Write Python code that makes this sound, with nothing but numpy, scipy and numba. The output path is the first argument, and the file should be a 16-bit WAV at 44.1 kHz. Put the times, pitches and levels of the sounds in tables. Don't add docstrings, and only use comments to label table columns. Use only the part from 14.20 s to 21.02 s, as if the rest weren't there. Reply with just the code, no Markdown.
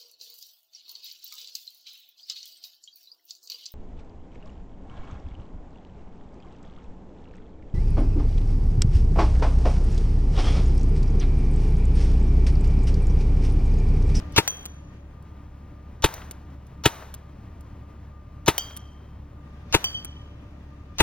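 import sys
import numpy as np
from scipy import signal
from scipy.fft import rfft, irfft, next_fast_len
from scipy.io import wavfile
from scipy.ndimage import uniform_filter1d
from numba import njit

SR = 44100
rng = np.random.default_rng(int(sys.argv[2]) if len(sys.argv) > 2 else 0)


def wrap_up_sound(samples):
    columns = np.atleast_2d(samples).T
    tamed = np.clip(columns, -1, 1)
    steps = np.round(tamed * 32767).astype(np.int16)
    wavfile.write(sys.argv[1], SR, steps)


N = 300762


def undb(db):
    return 10 ** (np.asarray(db) / 20)

def level(x, db):
    return x * undb(db) / np.sqrt(np.mean(x ** 2))

def colour(x, points):
    hz, db = np.transpose(points)
    f = np.arange(len(x) // 2 + 1) * SR / len(x)
    return irfft(rfft(x) * undb(np.interp(np.log(f + 1), np.log(hz), db)), len(x))

def noise(points, size):
    return level(colour(rng.standard_normal(size), points), 0)

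def fade(t, t60):
    return (t >= 0) * 1000. ** (-np.maximum(t, 0) / t60)

def ring(modes, t):
    return sum(undb(db) * fade(t, t60) * np.sin(2 * np.pi * hz * t) for hz, db, t60 in modes)

def add(out, start_s, x):
    i = int(round(start_s * SR))
    out[i:i + len(x)] += x[:N - i]

def wander(rate_hz):
    hold = int(SR / rate_hz)
    steps = np.repeat(rng.standard_normal(N // hold + 1), hold)
    return 1.2 * uniform_filter1d(uniform_filter1d(steps, hold), hold)[:N]


# frequency_hz, relative_density_db
HUSH_SPECTRUM = [(22, -75), (32, -68), (50, -77.5), (100, -66.5), (200, -74), (300, -80.5), (450, -87),
                 (700, -90), (1000, -89), (1500, -96), (2500, -101), (4000, -109), (6500, -112),
                 (10000, -114), (16000, -121)]
def hush():
    flicker_db = .6 * wander(3) + 1.2 * wander(25)
    return undb(-47.5 + flicker_db) * noise(HUSH_SPECTRUM, N)


# frequency_hz, gain_db
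EXHAUST_RESPONSE = [(22, -22.5), (36, -2.5), (52, -19), (72, 8.5), (107, -4), (143, -9), (215, -19.5),
                    (300, -29.5), (600, -69.5), (1500, -120)]
# pitch_hz, width_hz, level_db
ENGINE_WHINES = [(295.2, 20, -62.5), (589, 170, -66), (1210, 30, -71), (1866, 40, -79.5), (14340, 20, -105)]
def vehicle(firing_hz=34.78, hum_hz=1200):
    timing, strength = rng.standard_normal((300, 2)).T
    at = ((np.arange(300) + .038 * timing) * SR / firing_hz).astype(int)
    inside = (at >= 0) & (at < N)
    pulses = np.zeros(N)
    pulses[at[inside]] = undb(2.1 * strength[inside])
    out = level(colour(pulses - pulses.mean(), EXHAUST_RESPONSE), -44.5)
    for hz, width_hz, db in ENGINE_WHINES:
        out += level(noise([(hz - 2 * width_hz, -60), (hz, 0), (hz + 2 * width_hz, -60)], N), db)
    phase = 2 * np.pi * np.cumsum(hum_hz * (1 + .002 * wander(4.4))) / SR
    return out + level(np.sin(phase) * undb(2.3 * wander(9.6)), -68)


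# frequency_hz, relative_density_db
ECHO_SPECTRUM = [(150, -13), (400, -2.5), (800, -0.5), (1300, -2), (2000, -6), (2800, -10), (5200, -14),
                 (8000, -13), (13000, -12.5), (16500, -24.5)]
def tree_echo(t, low_t60_s=.83, treble_t60_s=.55):
    echo = noise(ECHO_SPECTRUM, len(t))
    low = signal.sosfilt(signal.butter(1, 2500, fs=SR, output="sos"), echo)
    tail = low * fade(t, low_t60_s) + (echo - low) * fade(t, treble_t60_s)
    return undb(-36.5) * tail * np.clip(t / .0063, 0, 1)


# start_s, level_db, pitch_hz
PATTERS = [(1.888, -29.5, 1014), (1.98, -38, 925), (2.018, -39.5, 1160), (2.754, -41, 912),
           (2.823, -37, 754), (4.348, -31, 611), (4.459, -52, 894), (4.508, -40, 1240)]
def brush():
    out, t = np.zeros(N), np.arange(4096) / SR
    for start_s, db, hz in PATTERS:
        patter = noise([(hz / 4, -14), (hz, 0), (hz * 3, -12), (hz * 8, -30)], len(t))
        add(out, start_s, undb(db) * patter * fade(t, .035))
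    return out


# start_s, level_db, second_click_gain_db
TRIGGER_CLICKS = [(0.1232, -51.5, -6), (0.455, -27, -1.5), (1.0194, -74, 20), (2.111, -27.5, -13.5),
                  (2.468, -51, -10), (2.941, -30.5, -5), (3.409, -47, -15), (4.5661, -29.5, 0),
                  (5.8468, -27.5, -4)]
# frequency_hz, relative_density_db
CLICK_SPECTRUM = [(150, -85), (400, -74.5), (800, -88.5), (1300, -79.5), (2000, -93.5), (2800, -82.5),
                  (4000, -81), (5200, -83.5), (6200, -79), (8000, -76.5), (10500, -71), (13000, -77.5),
                  (15000, -84), (16500, -98)]
def trigger(gap_s=.0056, t60_s=.017):
    out, t = np.zeros(N), np.arange(4096) / SR
    for start_s, db, second_db in TRIGGER_CLICKS:
        twice = fade(t, t60_s) + undb(second_db) * fade(t - gap_s, t60_s)
        add(out, start_s, undb(db) * noise(CLICK_SPECTRUM, len(t)) * twice)
    return out


# pitch_hz, relative_db, first_t60_s, ringing_part
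BOTTLE_MODES = [(3138, 0, .11, "wall"), (3203, 0, .45, "base"), (4718, -12, .25, "wall"),
                (5855, -8, .1, "wall"), (7230, -11, .07, "wall"), (8400, -17, .06, "wall"),
                (12650, -20, .05, "wall"), (14900, -16, .04, "wall"), (6190, 0, .18, "neck"),
                (9098, -5, .06, "neck"), (11500, -6, .1, "neck"), (13200, -18, .08, "neck"),
                (14420, -12, .08, "neck")]
def bottle_ring(t, swell_s, flutter_hz=300.4, **struck_db):
    out = 0
    for hz, db, t60, part in BOTTLE_MODES:
        octaves = max(np.log2(hz / 3200), 0)
        db += struck_db[part] - 800 * octaves * swell_s
        flutter = np.interp(t, np.arange(400) / flutter_hz, rng.standard_normal(400))
        shake = min(.23 + .5 * octaves, 1) * flutter
        first = ring([(hz, db, t60)], t)
        linger = ring([(hz, db - 16.5, 1.06 / 2 ** (.46 * octaves))], t)
        out += (1 + shake) * first + (.45 + shake) * linger
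    return out * np.minimum(t / swell_s, 1)


# start_s, splat_db, wall_db, base_db, neck_db, swell_s
SPLATS_AND_RINGS = [(0.277, -10.5, -49, -38, -22, .001), (1.9396, -26, -63, -66, -44, .001),
                    (4.3800, -9, -21, -32.5, -31, 0.00045), (5.642, -14.5, -18.5, -36, -35, .001),
                    (5.74, -68, -18, -59, -64, 0.02)]
def bottle():
    out, t = np.zeros(N), np.arange(SR) / SR
    burst = fade(t, .022) + undb(-32.5) * fade(t, .4)
    for start_s, splat_db, wall_db, base_db, neck_db, swell_s in SPLATS_AND_RINGS:
        splat = noise([(200, -10), (800, -3), (2200, -6), (5000, 0), (16000, 0)], SR) * burst
        ringing = bottle_ring(t, swell_s, wall=wall_db, base=base_db, neck=neck_db)
        add(out, start_s, undb(splat_db) * splat + ringing)
    return out


SEAR_LEAD_S = .0188
# frequency_hz, relative_density_db
SCRAPE_SPECTRUM = [(150, -86), (400, -73.5), (800, -75), (1300, -70), (2000, -76.5), (2800, -68.5),
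                   (4000, -67.5), (5200, -72.5), (6200, -65), (8000, -86.5), (10500, -85), (13000, -88.5),
                   (15000, -89.5), (16500, -100.5)]
def bolt(t):
    envelope = undb(-33 + 6 * np.minimum(t, 0) / SEAR_LEAD_S) * fade(np.maximum(t, 0), .013)
    scrape = envelope * noise(SCRAPE_SPECTRUM, len(t))
    sear = undb(-37) * fade(t + SEAR_LEAD_S, .012) * noise(CLICK_SPECTRUM, len(t))
    return scrape + sear


# frequency_hz, relative_density_db
JET_SPECTRUM = [(150, 3), (400, -11.5), (800, -10.5), (1300, -2.5), (2000, -6.5), (2800, -1.5),
                (4000, -5.5), (6200, -13), (8000, -6.5), (13000, -11.5), (16500, -32)]
# pitch_hz, width_hz, level_db, t60_s
BARREL_BANDS = [(3800, 800, -50.5, 0.55), (5970, 570, -45.5, .5)]
def gas_jet(t, leak_db, leak_s=.0065, hold_s=.0057):
    leak = undb(leak_db) * (t < 0) * np.maximum(1 + t / leak_s, 0)
    burst = (t >= 0) * fade(np.maximum(t - hold_s, 0), .065)
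    jet = undb(-10.5) * (leak + burst) * noise(JET_SPECTRUM, len(t))
    for hz, width, db, t60 in BARREL_BANDS:
        band = [(hz - 2 * width, -70), (hz - width, -30), (hz, 0),
                (hz + width, -30), (hz + 2 * width, -70)]
        jet += undb(db) * fade(t, t60) * noise(band, len(t))
    return jet

def striker(t):
    return undb(-17.5) * fade(t, .004) * noise([(4500, -30), (9000, 0), (16500, 0)], len(t))


# pitch_hz, relative_db, t60_s
BODY_MODES = [(904, -11, 0.029), (1316.5, -13, 0.018), (1870, -13.5, 0.013), (2040, -17, 0.0049),
              (2680, -6, 0.0058), (3410, -13, 0.014), (6130, -14, 0.012)]
def barrel_knocks(t, build_db, round_trip_s=.0019, loss_db=5):
    trip = np.arange(9)
    trip_db = 2 - np.where(trip < 2, build_db * (2 - trip), loss_db * (trip - 2))
    recock = (.02, -13)
    out = np.zeros(len(t))
    for lag_s, db in [*zip(.0002 + round_trip_s * trip, trip_db), recock]:
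        modes = [(hz * (1 + .03 * rng.standard_normal()), gain, t60) for hz, gain, t60 in BODY_MODES]
        strength = undb(db + 1.5 * rng.standard_normal())
        lag_s += .0001 * rng.standard_normal()
        out[:4096] += strength * ring(modes, t[:4096] - lag_s)
    return out

def body_hum(t, pitch_hz=922):
    envelope = np.where(t < 0, fade(-t, .018), fade(t, .087))
    return undb(-17) * envelope * np.cos(2 * np.pi * pitch_hz * t)


# pitch_hz, relative_db, t60_s
CAVITY_MODES = [(75, -19, 0.017), (132, -4, 0.031), (330.2, -6.5, 0.038), (407, -8, 0.038)]
def muzzle_thump(t, delay_s=.0053, exit_s=.00098):
    push = np.hanning(int(exit_s * SR))
    thump = np.convolve(ring(CAVITY_MODES, t - delay_s), push / push.sum())[:len(t)]
    return signal.sosfilt(signal.butter(2, 55, "high", fs=SR, output="sos"), thump)


# blow_s, direct_gain_db, bolt_gain_db, echo_gain_db, build_db_per_trip, leak_gain_db
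FIRING_CYCLES = [(0.1811, 0, 10, 2, 19.5, -7.5), (1.8414, 1, 1, 3.5, 3.5, -26.5), (2.6564, 2, 2, 3, 6, -27),
                 (4.2802, 2.5, 1, 3.5, 4, -21), (5.5445, -0.5, 9, 1.5, 2.5, -5.5),
                 (6.803, -0.5, 8, -3, 3.5, -4)]
def marker():
    direct, echoes = np.zeros(N), np.zeros(N)
    t = np.arange(32768) / SR - SEAR_LEAD_S
    thump = muzzle_thump(t) + body_hum(t)
    for blow_s, db, bolt_db, echo_db, build_db, leak_db in FIRING_CYCLES:
        shot = thump + barrel_knocks(t, build_db) + gas_jet(t, leak_db) + striker(t)
        shot += undb(bolt_db) * bolt(t)
        add(direct, blow_s - SEAR_LEAD_S, undb(db) * shot)
        add(echoes, blow_s - SEAR_LEAD_S, undb(echo_db) * tree_echo(t))
    return direct, echoes


# frequency_hz, left_minus_right_db
MARKER_BALANCE = [(60, 0), (200, .5), (380, 3.5), (700, 10), (1290, 7.5), (2380, .5), (4400, 0)]
FIELD_BALANCE = [(60, 0), (200, 1), (380, 2.5), (700, 6), (1290, 4.5), (2380, 0)]
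# frequency_hz, wide_rad, zoomed_rad
LEFT_LEAD = [(0, 0, 0), (2300, .8, .6), (2900, 2.4, .6), (4100, 3.6, .6), (5500, 3.8, 1.9),
             (7600, 2.6, 2.8), (11500, 3.4, 3.4), (16400, 6.1, 6.1)]
# frequency_hz, wide_rad, zoomed_rad
PHASE_SPREAD = [(202, 0, 0.0075), (624, 1.05, 1), (1800, 1, .6), (2550, 6, 0.12), (6500, 4.5, 1),
                (7100, -0.65, 0.13), (16000, 2, 0.062)]
# frequency_hz, gain_db
WIDE_RESPONSE = [(100, 0), (300, 1.5), (1000, 0), (3000, 4), (6000, 2), (12000, -1.5)]
def ports(x, balance, wide_left_db=0, diffuse=0, zoom_in_s=.9, zoom_out_s=5.2, glide_s=.25):
    size = next_fast_len(N + SR // 10)
    f, t = np.arange(size // 2 + 1) * SR / size, np.arange(N) / SR
    hz, db = np.transpose(balance)
    balance_db = np.interp(np.log(f + 1), np.log(hz), db)
    scatter = diffuse * np.interp(f, np.arange(800) * 30, rng.standard_normal(800))
    zoom = np.clip(.5 + np.minimum(t - zoom_in_s, zoom_out_s - t) / glide_s, 0, 1)
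    wide, zoomed = (1, 1 - zoom, colour(x, WIDE_RESPONSE), wide_left_db), (2, zoom, x, 0)
    lead, spread = np.transpose(LEFT_LEAD), np.transpose(PHASE_SPREAD)
    out = 0
    for column, share, heard, left_db in (wide, zoomed):
        phase = np.interp(f, lead[0], lead[column]) + scatter * np.interp(f, spread[0], spread[column])
        left = undb((balance_db + left_db) / 2) * np.exp(.5j * phase)
        out += share * irfft(rfft(heard, size) * np.array([left, 1 / left]), size)[:, :N]
    return out

def scene():
    shots, echoes = marker()
    near = ports(shots, MARKER_BALANCE, wide_left_db=2.1)
    ahead = ports(bottle() + brush() + trigger(), FIELD_BALANCE)
    around = ports(echoes + vehicle() + hush(), FIELD_BALANCE, diffuse=.94)
    return near + ahead + around

@njit
def follow(x, attack_s, release_s):
    out, envelope = np.empty(len(x)), 0.
    for i in range(len(x)):
        envelope += (x[i] - envelope) / (SR * (attack_s if x[i] > envelope else release_s))
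        out[i] = envelope
    return out

def record(dry):
    rectified = np.abs(dry).mean(axis=0)
    held = follow(rectified, .0068, np.inf)
    recent = follow(rectified, .012, .051)
    gain = undb(6.6 * np.clip(1 - held / .29, 0, 1)) * (1 + recent / .0045) ** -.22
    lowpass = signal.ellip(12, .2, 70, 16700, fs=SR, output="sos")
    return signal.sosfilt(lowpass, .95 * np.tanh(1.496 * gain * dry))


dry = scene()
out = record(dry)
wrap_up_sound(out)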